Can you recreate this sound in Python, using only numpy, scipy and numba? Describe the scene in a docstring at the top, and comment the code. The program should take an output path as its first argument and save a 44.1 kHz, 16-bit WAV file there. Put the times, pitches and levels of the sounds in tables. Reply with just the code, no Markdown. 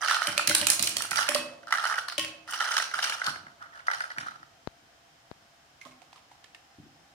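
"""Small bare room, a two-port recorder near the sources, faint hiss throughout and soft low thuds now and then.
From the start a plastic box of small hard mints is shaken: dense contacts wake short modes of its walls.
From 0.3 s some mints fall: they tick and bounce on a can and a hollow hard surface, which rings in a few modes.
The box moves aside and the rattle ends by about 4.5 s; two pressure pops hit the left port at 4.7 and 5.3 s.
From 5.8 s a finger nudges the mints on the thin metal lid: dry clicks, short rings and a faint scrape."""
import sys
import numpy as np
from numba import njit
from scipy import signal
from scipy.fft import rfft, irfft, next_fast_len
from scipy.io import wavfile
from scipy.ndimage import uniform_filter1d

SR = 44100
rng = np.random.default_rng(int(sys.argv[2]) if len(sys.argv) > 2 else 0)


def waveform_to_disk(signal):
    """Save audio, clipped to [-1, 1], as 16-bit WAV at the path in sys.argv[1]."""
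    frames = np.transpose(np.atleast_2d(signal))
    scaled = np.clip(frames, -1, 1) * 32767
    samples = np.round(scaled).astype(np.int16)
    wavfile.write(sys.argv[1], SR, samples)


N = 314856
# All table levels are relative: each layer adds its own gain. Outputs have two rows: left port, right port.
PATH_HOLDS_S = 0.03  # the sources move, so the way to the walls changes this often


def undb(db):
    """Gain of a level in dB."""
    return 10 ** (np.asarray(db) / 20)


def band(x, lo_hz, hi_hz):
    """Second-order band-pass."""
    return signal.sosfilt(signal.butter(2, [lo_hz, min(hi_hz, 0.49 * SR)], "band", fs=SR, output="sos"), x)


def highpass(x, order, hz):
    """Butterworth high-pass."""
    return signal.sosfilt(signal.butter(order, hz, "high", fs=SR, output="sos"), x)


@njit(fastmath=True)
def add(out, at, pole, size, rise):
    """Adds one swelling and dying oscillation per row, until it has fallen 45 dB."""
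    for k in range(len(at)):
        z, held = size[k], 1.
        for i in range(at[k], min(len(out), at[k] + int(-5.2 / np.log(abs(pole[k]))))):
            held = held * rise + 1e-12
            out[i] += z.imag * (1 - held)
            z *= pole[k]


FAVOUR_DB_PER_OCTAVE = 6  # a landing mint sounds mostly the modes near its colour


def ring(s, db, pan_db, modes, scatter_db, apart_db, detune, lead_ms=0., touch_s=0.000085, scale=0.96,
         count=1, spread_s=0., fall_db=0., colour_hz=None):
    """Each blow is `count` contacts in quick succession; each wakes the modes in a new mix and tuning."""
    gaps = rng.exponential(size=(len(s), count)) * (np.arange(count) > 0)
    late = spread_s * np.cumsum(gaps, axis=1)
    contact_s = (s[:, None] + late).ravel()
    base_db = (db[:, None] - fall_db * np.arange(count)).ravel()
    side_db, lead_s, scale = (np.repeat(v + 0 * s, count) for v in (pan_db / 2, lead_ms / 1000, scale))
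    out = np.zeros((2, N))
    for hz, mode_db, t60 in modes:
        mix = rng.standard_normal((len(base_db), 5)).T
        if colour_hz is not None:
            octaves_off = np.abs(np.log2(hz / np.repeat(colour_hz, count)))
            mode_db = mode_db - FAVOUR_DB_PER_OCTAVE * octaves_off
        hz = hz * scale * (1 + detune * mix[4])
        pole = np.exp(2j * np.pi * hz / SR - np.log(1000) / (t60 * SR))
        for ch, sign in enumerate((1, -1)):
            # each port sees another face of the object: own level and, for short waves, own phase
            turn = np.exp(1j * sign * mix[2] * np.minimum(hz / 4500.0, 1.5))
            port_db = sign * (side_db + apart_db * mix[1])
            size = undb(base_db + mode_db + scatter_db * mix[0] + port_db)
            at = ((contact_s + ch * lead_s) * SR).astype(np.int64)
            add(out[ch], at, pole, size * turn * np.sign(mix[3]), np.exp(-1 / (touch_s * SR)))
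    return out


def crack(s, db, pan_db, lo_hz, hi_hz, t60):
    """A short burst of noise at each contact, swelling for about a millisecond."""
    gate = np.full((2, N), 1e-18)
    gate[:, (s * SR).astype(int)] = undb(db + np.array([pan_db, -pan_db]) / 2)
    gate = signal.lfilter([1], [1, -np.exp(-np.log(1000) / (t60 * SR))], gate)
    gate = uniform_filter1d(gate, size=60, origin=29)
    return band(gate * rng.standard_normal((2, N)), lo_hz, hi_hz)


# where the box is heard: (time [s], left minus right level [dB], lead of the left port [ms])
PLACE = [(0, -6, 0), (1.2, -7, 0.17), (2.198, -4, 0.032), (2.752, -4, 0.094), (3.25, -2.5, 0.19),
         (3.75, -3, 0.32), (4.5, -2.5, 0.31)]


def place(s):
    """Level difference and lead between the ports at the given times."""
    when, pan_db, lead_ms = np.transpose(PLACE)
    return np.interp(s, when, pan_db), np.interp(s, when, lead_ms)


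# spectrum of room air and capsule noise: (frequency [Hz], relative level per Hz [dB])
HISS = [(15, -45.5), (30, -12), (154, -4), (187, -12.5), (321, -6), (378, -13.5), (669, -7.5), (854, -10.5),
        (1600, -9.5), (2330, -14), (2980, -14.5), (6210, -18.5), (9330, -27.5), (15200, -33.5),
        (16500, -47.5)]
HISS_DB = -63  # RMS of the mean of both ports
# narrow bands in the hiss: (frequency [Hz], width [Hz], level at start [dB], level at end [dB])
WHIR = [(685, 30, -55, -76), (772, 100, -81, -68), (3110, 140, -72, -78.5), (5200, 131, -85, -74.5)]


def hiss():
    """Steady room air and capsule noise; bass more alike in both ports; a few narrow bands waver in it."""
    size = 2 * next_fast_len(N // 2 + 1)
    f = np.arange(size // 2 + 1) * SR / size + 1
    hz, db = np.transpose(HISS)
    mid, side = rfft(rng.standard_normal((2, size)))
    difference = np.clip(f / 1110.0, 0.3, 1) * side * np.array([[1], [-1]])
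    air = irfft(undb(np.interp(np.log(f), np.log(hz), db)) * (mid + difference))[:, :N]
    air = air * undb(HISS_DB) / np.std(air.mean(axis=0))
    for hz, width, start_db, end_db in WHIR:
        noise = rng.standard_normal(N) + 1.9 * rng.standard_normal((2, N))  # shared plus own noise
        narrow = band(noise, hz - width / 2, hz + width / 2)
        air = air + undb(np.linspace(start_db, end_db, N)) * narrow / np.std(narrow)
    return air


# reverberation of the bare room: (frequency [Hz], t60 [s])
ROOM = [(150, 0.93), (600, 0.83), (2000, 0.44), (5500, 0.39), (12000, 0.27)]


def room(x, db):
    """Bare walls: a noisy tail that dies faster in the treble, another one for each port."""
    t = np.arange(30000) / SR
    hz, t60 = np.transpose(ROOM)
    tail = 0
    for f in 63 * 2 ** np.arange(0, 8.1, 0.5):  # half-octave bands
        decay = np.exp(-np.log(1000) * t / np.interp(np.log(f), np.log(hz), t60))
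        mid, side = rng.standard_normal((2, len(t)))
        # long waves reach both ports more alike
        noise = mid + min(0.16 + f / 1600.0, 1) * side * np.array([[1], [-1]])
        tail = tail + decay * band(noise, f / 2 ** 0.25, f * 2 ** 0.25)
    tail = tail * (1 - np.exp(-t / 0.011))  # gradual build-up
    tail = tail / np.sqrt(np.sum(tail ** 2, axis=1, keepdims=True))
    return undb(db) * signal.fftconvolve(x.mean(axis=0, keepdims=True), tail, axes=1)[:, :N]


# first returns from hard walls: (delay [ms], level [dB])
ECHOES = [(15.5, -11), (20.5, -26), (31.8, -10.5), (47, -19)]
SMEAR_S = 0.00035  # decay time constant of each return


def echoes(x):
    """Hard walls return the treble, each return smeared by the rough path, differently at each port."""
    t = np.arange(3000) / SR
    shape = 0
    for ms, db in ECHOES:
        after = t - ms / 1000
        smear = (after > 0) * np.exp(-np.abs(after) / SMEAR_S)
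        shape = shape + undb(db) * smear / np.sqrt(SMEAR_S / 2 * SR)
    hop = int(PATH_HOLDS_S * SR)
    out = np.zeros((2, N + len(t)))
    for at in range(0, N, hop):
        path = shape * rng.standard_normal((2, len(t)))
        back = signal.fftconvolve(x[:, at:at + hop].mean(axis=0, keepdims=True), path, axes=1)
        out[:, at:at + back.shape[1]] += back
    return band(out[:, :N], 870.0, 16000.0)


# soft low thuds in the room: (time [s], level [dB])
THUDS = [(0.279, -33.5), (0.482, -29.5), (0.61, -31.5), (0.8, -32), (0.967, -38.5), (1.118, -38.5),
         (1.379, -40.5), (2.187, -38), (3.274, -36.5), (4.176, -39.5), (4.4, -49.5), (4.824, -55),
         (5.348, -53), (5.854, -50.5), (6.784, -38.5)]
# low modes of the floor: (nominal frequency [Hz], level [dB], t60 [s])
FLOORBOARDS = [(111, -14, 0.2), (156, -9.5, 0.098), (225, -3.5, 0.05), (330, -2.5, 0.04)]


def thuds():
    """Each thud wakes the low floor modes, then rumbles on as a falling run of contacts."""
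    s, db = np.transpose(THUDS)
    out = ring(s, db - 0.5, 1.7, FLOORBOARDS, 1.5, 1.2, 0.036, touch_s=0.0025)
    return out + ring(s + 0.012, db - 6.5, 1.4, FLOORBOARDS, 2., 1.8, 0.07, touch_s=0.002,
                      count=14, spread_s=0.011, fall_db=1.2)


# pressure pops at the left port: (time [s], level [dB])
POPS = [(4.6738, -8.5), (5.3143, -17.5)]


def pops():
    """A sub-millisecond pressure push, which the capsule's bass cut swings back; the port rings faintly."""
    out = np.zeros(N)
    t = np.arange(400) / SR
    push = (t / 0.00039 * np.exp(1 - t / 0.0003)) ** 2
    port_ring = 0.51 * np.cos(2 * np.pi * 4000 * t - 1.3) * t / 0.0006 * np.exp(-t / 0.0003)
    for s, db in POPS:
        out[int(s * SR):int(s * SR) + len(t)] = undb(db) * (push + port_ring)
    return highpass(out + 1e-18, 2, 80.) * undb([[0], [-26]])  # left port, right port


# finger nudges a mint on the lid:
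# (time [s], level [dB], ring [Hz], click level [dB], left minus right level [dB], slide [s])
NUDGES = [(5.813, -39, 2170, -11, -6.5, .008), (5.851, -43, 1033, -7.5, -10, 0.029),
          (5.868, -48, 651, -16, -2, 0.019), (5.91, -53, 2180, -1, -2, .01),
          (6.018, -49, 745, -3.5, -8.5, .005), (6.129, -45.5, 780, -2, -4, 0.0035),
          (6.159, -46.5, 1005, -3.5, -5.5, 0.034), (6.314, -45.5, 777, -13, -2, .006),
          (6.442, -49.5, 1785, 3.5, -8, 0.012), (6.547, -47.5, 1830, 4, -3.5, 0.012)]
# lid modes: (multiple of the nudge's ring, level [dB], t60 [s])
LID = [(1, -2, 0.024), (1.2, -4, 0.018), (1.6, -11, .005), (2.9, -9, 0.008)]
# bright lid modes: (nominal frequency [Hz], level [dB], t60 [s])
LID_HIGH = [(2890, 12.5, 0.0038), (4220, -3, 0.008), (5260, -11, 0.0038)]


def finger():
    """Mints slide a little: a dry click, a ring of the thin metal lid and a faint scrape."""
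    s, db, hz, click_db, pan_db, slide_s = np.transpose(NUDGES)
    slide_s = slide_s[:, None]
    out = ring(s, db, pan_db, LID, 2.5, 2, 0.02, touch_s=0.001, scale=hz,
               count=6, spread_s=slide_s / 5, fall_db=1)
    out += ring(s, db + click_db - 7.5, pan_db, LID_HIGH, 1.25, 5.8, 0.078,
                count=4, spread_s=slide_s / 3, fall_db=3.0)
    click = crack(s, db + click_db + 8, pan_db, 500., 5000., 0.02)
    scrape = crack(s, db - 10.5, pan_db, 530.0, 7000.0, 0.21)
    return out + click + scrape


# landings on the hollow surface:
# (time [s], level [dB], lowest mode [dB], second mode [dB], bright modes [dB])
LANDINGS = [(0.272, -35, -24, -11, -10), (0.379, -36, -13, -8, -6), (0.472, -49, -6, -6, 1),
            (0.498, -33, -24, 0, -21), (0.619, -31.5, -14, -19, -15), (0.792, -50, 6.5, 1, -13),
            (0.829, -51, 0, -1, -9), (0.964, -52, -7, -12, -33), (1.29, -29.5, -7.5, -11.5, -6),
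            (1.351, -26, -12, -14, -9.5), (1.363, -46, -7, 0, -14), (1.395, -36, -4.5, -13, -3),
            (2.181, -33.5, -14, -3, -2.5), (2.194, -40.5, -8, -23, 8.5), (2.237, -44, -22, -16, 5.5),
            (2.25, -50, -9, -25, 6), (5.858, -57.5, 9.5, -2, -9)]
# modes of the hollow surface: (frequency [Hz], level [dB], t60 [s])
SURFACE = [(254, -8, 0.4), (318, -6, 0.8), (566, -5, 0.09), (588, 2, 0.14), (1090, -8, 0.25),
           (1863, -3, .1), (2153, -12, .1), (2492, -12, .12), (2590, -5, 0.45), (2700, -5, .15),
           (3050, -1, .09), (3200, -5, .08)]


def surface():
    """The hollow surface rings in a few modes, mixed by where the mint lands."""
    s, db, lowest_db, second_db, bright_db = np.transpose(LANDINGS)
    groups = SURFACE[:1], SURFACE[1:2], SURFACE[2:4], SURFACE[4:]
    out = np.zeros((2, N))
    for extra_db, modes in zip((lowest_db, second_db, 0, bright_db), groups):
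        out += ring(s, db + extra_db, -1.3, modes, 1., 1.5, 0.003, touch_s=0.001, scale=1.)
    return out


# fallen mints tick on the can and the surface: (time [s], level [dB], body level [dB], colour [Hz])
TICKS = [(0.2703, -18.5, 6.5, 3600), (0.369, -33.5, 4.5, 4500.0), (0.378, -15, 6.5, 3300),
         (0.4178, -33, 3, 1600.0), (0.4737, -6.5, -3, 4000), (0.4945, -14, 1, 2580),
         (0.5492, -4, -4, 4440.0), (0.6135, -18.5, 2.5, 3900), (0.6686, -6, -3, 3800),
         (0.7008, -3, -8.5, 4780.0), (0.794, -15.5, 1, 4460), (0.809, -26, -13, 4300.0),
         (0.8253, -8, -4, 4900), (0.8428, -19.5, -8.5, 4200), (0.8715, -14, 2.5, 5460),
         (0.8927, -19, -17, 4890.0), (0.9678, -15, -0.5, 4630), (0.9826, -26.5, -30, 3670),
         (1.021, -18, -2.5, 4060), (1.036, -36, 6, 1750.0), (1.1094, -18.5, -3, 2510),
         (1.1583, -20.5, 2.5, 3240.0), (1.2887, -15, 4, 3140), (1.3467, -14, 3, 4070),
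         (2.18, -19, 3.5, 3100), (2.194, -20.5, 0.5, 2970), (2.237, -43, -3, 2530),
         (2.2472, -27.5, 4, 3050.0), (2.5081, -24, -28, 3160.0)]
# bright modes of a mint's contact: (nominal frequency [Hz], level [dB], t60 [s])
MINT = [(6900, -8, 0.004), (8115, -7, 0.004), (9360, -1, 0.005), (10300, -4, 0.005), (12200, -17, .005),
        (13400, -16, .005), (15500, -14, .005)]
# lower modes, the body of the tick: (nominal frequency [Hz], level [dB], t60 [s])
MINT_BODY = [(1488, 0, 0.005), (1900, -2, .005), (2387, 0, 0.009), (3150, 1, 0.009), (3800, -6, .004),
             (4400, 0, 0.008), (5070, -2, 0.006), (5800, 0, 0.005)]
SHELL_DB, SHELL_BODY_DB, SHELL_COLOUR_HZ = -9.5, 7, 4500  # the tick within each knock of the box


def ticks():
    """Sharp bright contacts of sugar shells on hard things, also in each knock; brightest at the right port."""
    knock_s, knock_db, bright_db, _ = np.transpose(KNOCKS)
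    same = np.ones(len(knock_s))
    shells = np.transpose([knock_s, knock_db + bright_db + SHELL_DB,
                           SHELL_BODY_DB * same, SHELL_COLOUR_HZ * same])
    s, db, body_db, colour_hz = np.vstack([TICKS, shells]).T
    pan_db, lead_ms = place(s)
    out = ring(s, db - 10.0, pan_db - 12.5, MINT, 2.1, 1.6, 0.031, lead_ms,
               count=4, spread_s=0.0012, fall_db=2.0)
    out += ring(s, db + body_db - 10, pan_db + 4.0, MINT_BODY, 4.5, 4.1, 0.055, lead_ms,
                count=4, spread_s=0.0016, fall_db=0.8, colour_hz=colour_hz)
    out += crack(s, db - 5.5, pan_db - 3, 4300.0, 11000.0, 0.024)
    out += crack(s, db + body_db - 15.5, pan_db, 1000.0, 6500., 0.045)
    return highpass(out, 2, 400.)


# jolts of the hand that set the heap tumbling: (start [s], length [s], level [dB], brightness [dB])
SHAKES = [(0.019, 0.14, -24, -1), (0.196, 0.13, -31.5, 4), (0.466, 0.23, -54, -8), (1, 0.049, -37.5, -13),
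          (1.168, 0.044, -21, 4.5), (1.276, 0.024, -39.5, -1), (1.722, 0.023, -30.5, -10),
          (1.8, 0.18, -28.5, 1), (2.505, 0.12, -32, 6), (2.583, 0.2, -27, 3), (2.94, 0.24, -31, 5),
          (3.243, 0.034, -27, -1.5), (3.617, 0.024, -39, -25), (3.735, 0.063, -41.5, -15),
          (3.876, 0.17, -35, 0), (4.168, 0.13, -34.5, -10)]
STIR_DB_PER_S, SETTLE_DB_PER_S = 698, 228  # how fast the heap starts and comes to rest


def heap(s):
    """Level and brightness of the tumbling: each jolt stirs, holds and settles; the strongest rules."""
    start, length, db, bright_db = np.transpose(SHAKES)
    since = s[:, None] - start
    stir_db = STIR_DB_PER_S * np.maximum(-since, 0)
    settle_db = SETTLE_DB_PER_S * np.maximum(since - length, 0)
    now_db = db - stir_db - settle_db
    return now_db.max(axis=1), bright_db[now_db.argmax(axis=1)]


# the loudest throws of mints against the box wall; grip and heap move its ring:
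# (time [s], level [dB], brightness [dB], ring [Hz])
KNOCKS = [(0.0231, -28, -5, 1430), (0.035, -22.0, -3, 1470), (0.0467, -20, -2, 1330),
          (0.0593, -18, -5, 1250), (0.075, -19.5, -1, 1390), (0.0839, -14.5, -2, 1540),
          (0.0962, -14.5, 0, 1555), (0.1098, -10, -4, 1346), (0.1219, -17, -2, 1500), (0.145, -21, 6, 1400),
          (0.1656, -18, -3.5, 1270), (0.218, -14, -8, 1320), (0.2285, -27.5, 7.5, 1620),
          (0.239, -28, 3, 1350), (0.2523, -22.5, -24, 1340), (0.2807, -19.5, -14, 1255),
          (0.2877, -23, -20, 1430), (0.2937, -30, -12, 1540), (0.302, -30, -11, 1452),
          (0.3184, -35.5, 11.5, 1310), (0.393, -13.5, -24, 1317), (0.511, -18, -19, 1470),
          (0.526, -31, -15, 1570), (0.5616, -28, -10, 1700), (0.5706, -33, 2, 1540),
          (0.627, -20.5, -15, 1800), (0.6925, -21, -19, 1810), (0.7178, -23, -2, 1300),
          (0.735, -36, -2, 1640), (0.9077, -49, 2, 1770), (0.956, -36, -2, 1720.0),
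          (1.0047, -22, -23, 1320), (1.047, -22.5, -10, 1320.0), (1.115, -16, -7, 1476),
          (1.13, -19.5, -4, 1350), (1.18, -15.5, -5, 1440), (1.188, -9, -8, 1350),
          (1.2063, -19, -3.5, 1320), (1.2265, -19, 2, 1370), (1.2405, -35, -8, 1570), (1.267, -26, 1, 1650),
          (1.2803, -20, -6, 1380), (1.305, -30, -19.5, 1470), (1.3158, -22, -15, 1345),
          (1.3585, -18, -23, 1190), (1.4928, -46, -3, 1370), (1.535, -47.5, 3, 1180.0),
          (1.631, -38, -10, 1390), (1.671, -29, -13, 1345), (1.681, -34, -2, 1350), (1.687, -33, -12, 1390),
          (1.7068, -22.5, -5, 1380), (1.724, -7, -8, 1470), (1.738, -15, -7, 1340),
          (1.7497, -14, -12.5, 1417), (1.7723, -18.5, -9, 1600), (1.7835, -14.5, -14, 1330.0),
          (1.7955, -22, -7, 1370), (1.8217, -25.5, -1, 1350), (1.8386, -12.5, -11, 1290),
          (1.8524, -11, -9, 1400), (1.8628, -16, -17, 1360), (1.8712, -25, 2.5, 1440),
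          (1.8985, -17.5, -8, 1310), (1.9113, -16.5, -19, 1330), (1.9232, -12.5, -13, 1280),
          (1.94, -16.5, -11, 1434), (1.9806, -13.5, -8.5, 1345), (1.988, -19.5, -4.5, 1330),
          (2.083, -21.5, 1, 1290), (2.0978, -33, 1.5, 1500), (2.122, -26.5, -1, 1405),
          (2.4767, -30.5, -3, 1360), (2.487, -32, -8, 1340), (2.494, -27.5, -8, 1420),
          (2.523, -27, -5, 1420), (2.5343, -17.5, -5, 1270), (2.543, -22, -4, 1320),
          (2.5572, -23, -5, 1460), (2.605, -13.5, -7.5, 1470), (2.6131, -15.5, -10, 1385),
          (2.621, -16.5, -6, 1358), (2.643, -19.5, -2, 1500), (2.6537, -22, -5, 1460),
          (2.663, -20, -23, 1480), (2.6771, -25, -12, 1430), (2.6934, -32, -20.0, 1470),
          (2.7135, -24.5, 7, 1530), (2.7214, -20.5, -7.0, 1780), (2.741, -19.5, 1, 1310),
          (2.767, -14, 1, 1496), (2.7798, -16, 5, 1190), (2.7992, -14.5, -20, 1370),
          (2.8233, -20.5, 2.5, 1380), (2.846, -37, 5, 1570), (2.879, -40, 5, 1320), (2.913, -26, -7, 1410),
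          (2.938, -20, -27, 1425), (2.9527, -24.5, -0.5, 1500), (2.9813, -22.5, -21, 1354),
          (2.989, -13, -8, 1460), (3.0247, -24, 8, 1170), (3.031, -18, -2, 1380), (3.041, -20.5, 8, 1500),
          (3.0523, -25, -7, 1417), (3.066, -35, -7, 1330), (3.075, -27, -11, 1300),
          (3.0963, -20.5, 5.5, 1300), (3.122, -21, -24, 1740), (3.1403, -27, -19, 1400),
          (3.2161, -14.5, -16.0, 1420), (3.2418, -28, 5.5, 1430), (3.264, -19.5, 5, 1500),
          (3.271, -16.5, -20, 1190), (3.2816, -21.5, -20, 1500), (3.2936, -26, 2, 1350),
          (3.3436, -36, -7, 1505), (3.3575, -23, -14, 1510), (3.3683, -37, -9, 1360.0),
          (3.4058, -48, -11, 1550), (3.4662, -34, -20, 1470), (3.481, -37.5, -13.5, 1520),
          (3.5, -42, -15, 1450.0), (3.5159, -46.5, -9.5, 1440.0), (3.6148, -38, -14, 1404),
          (3.6224, -32.5, -8.5, 1180), (3.6367, -35.5, -24, 1370), (3.651, -47, -20, 1450),
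          (3.6588, -38, -24, 1550), (3.7373, -43, -11, 1410.0), (3.755, -36, -7, 1260),
          (3.7752, -36.5, -9, 1420), (3.792, -35, -12, 1400), (3.8032, -39.5, -12, 1700),
          (3.8682, -28.5, -1, 1360), (3.8824, -9, -36, 1425), (3.9, -16, -34, 1370),
          (3.9128, -13.5, -11.5, 1480), (3.9335, -16.5, -9, 1460), (3.9468, -23, -9, 1430.0),
          (4.0048, -16.5, -11, 1490), (4.0182, -25, -8, 1480), (4.0373, -20.5, -25.5, 1450),
          (4.103, -22.5, -13.5, 1430), (4.1141, -23.5, -15, 1460), (4.183, -19, -7, 1660),
          (4.2094, -30.5, -4.5, 1530.0), (4.267, -25, -10, 1344), (4.2834, -25, -15, 1365),
          (4.3087, -39, -6, 1470), (4.3499, -40, -16.5, 1310), (4.3562, -35.5, -12.5, 1250.0),
          (4.429, -34, -17.5, 1370)]
# modes of the plastic box: (nominal frequency [Hz], level [dB], t60 [s])
BOX = [(703, -11.5, 0.0077), (910, -14.5, 0.014), (1290, -7.5, 0.0069), (1403, -7.5, 0.028),
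       (1578, -11.5, 0.025), (1880, -10.5, 0.018)]
# bright modes of the box: (nominal frequency [Hz], level [dB], t60 [s])
BOX_HIGH = [(3142, -2.5, 0.021), (3720, -14.5, 0.059), (4130, -14, 0.029), (5220, -5, 0.023),
            (6030, -3.5, 0.019), (6880, -11, 0.02), (9240, -12, 0.016), (11600, -24, 0.025)]
BOX_RING_HZ = 1400  # the ring at which the box modes are listed
BOX_TOUCH_S = 0.0009  # time constant of a contact's onset
STRONG_DB, STRONGEST_DB = 2, 8  # spread of the small contacts towards strong ones, and its limit


def box():
    """Loud knocks of several mints over a dense tumble of small contacts; too small to radiate bass."""
    s, db, bright_db, hz = np.transpose(KNOCKS)
    pan_db, lead_ms = place(s)
    # a negative fall makes the later contacts of a knock louder
    out = ring(s, db, pan_db, BOX[:2], 0.7, 0.62, 0.051, lead_ms, touch_s=BOX_TOUCH_S,
               count=2, spread_s=0.0021)
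    out += ring(s, db + 0.5, pan_db, BOX[2:], 2.0, 0.61, 0.036, lead_ms, touch_s=BOX_TOUCH_S,
                scale=hz / BOX_RING_HZ, count=2, spread_s=0.001349, fall_db=-2.0)
    out += ring(s, db + bright_db - 19.5, pan_db + 4.0, BOX_HIGH, 3.6, 0.55, 0.014, lead_ms,
                touch_s=0.0004, count=4, spread_s=0.002, fall_db=-2.5)
    # the tumble: 2400 contacts spread over 4.6 s, many faint and few strong
    chance = rng.random((2400, 2)).T
    s = chance[0] * 4.6
    db, bright_db = heap(s)
    pan_db, lead_ms = place(s)
    db = db - 2.0 + np.minimum(-STRONG_DB * np.log(1 - chance[1]), STRONGEST_DB)
    out += ring(s, db, pan_db, BOX, 3.63, 2.6, 0.05, lead_ms, touch_s=BOX_TOUCH_S)
    out += ring(s, db + bright_db - 21.0, pan_db + 0.5, BOX_HIGH, 2.2, 7.4, 0.035, lead_ms)
    out += ring(s, db + bright_db - 27.0, pan_db - 21, MINT, 2.1, 3.2, 0.032, lead_ms)
    return highpass(out + 1e-18, 4, 600.)


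BOX_SEND_DB, SURFACE_SEND_DB = -11, -10.5  # into echoes and room; into the room only


def scene():
    """Near sources, their echoes and room sound, the pops and the hiss."""
    shaken, dropped, rung, nudged = box(), ticks(), surface() + thuds(), finger()
    # the hand shades box and lid from the walls; the further aside the box goes, the wetter it sounds
    aside_db = 12 * place(np.arange(N) / SR)[1]
    sent = undb(BOX_SEND_DB + aside_db) * (shaken + nudged) + dropped
    # box and mints move, so successive moments meet different tails
    turn = np.arange(N) // int(PATH_HOLDS_S * SR) % 3
    tails = sum(room(sent * (turn == k), -1.8) for k in range(3)) + room(rung, SURFACE_SEND_DB)
    near = shaken + dropped + rung + nudged
    return near + echoes(sent) + tails * undb([[-1.5], [1.5]]) + pops() + hiss()


TOP_HZ = 16300  # upper edge of the recorder's pass band


def record(dry):
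    """The recorder cuts the deep bass, rounds the loudest peaks and cuts the top."""
    rounded = 0.95 * np.tanh(highpass(dry, 2, 33.) / 0.95)
    return signal.sosfilt(signal.ellip(10, 0.2, 95, TOP_HZ, fs=SR, output="sos"), rounded)


dry = scene()
out = record(dry)
waveform_to_disk(out)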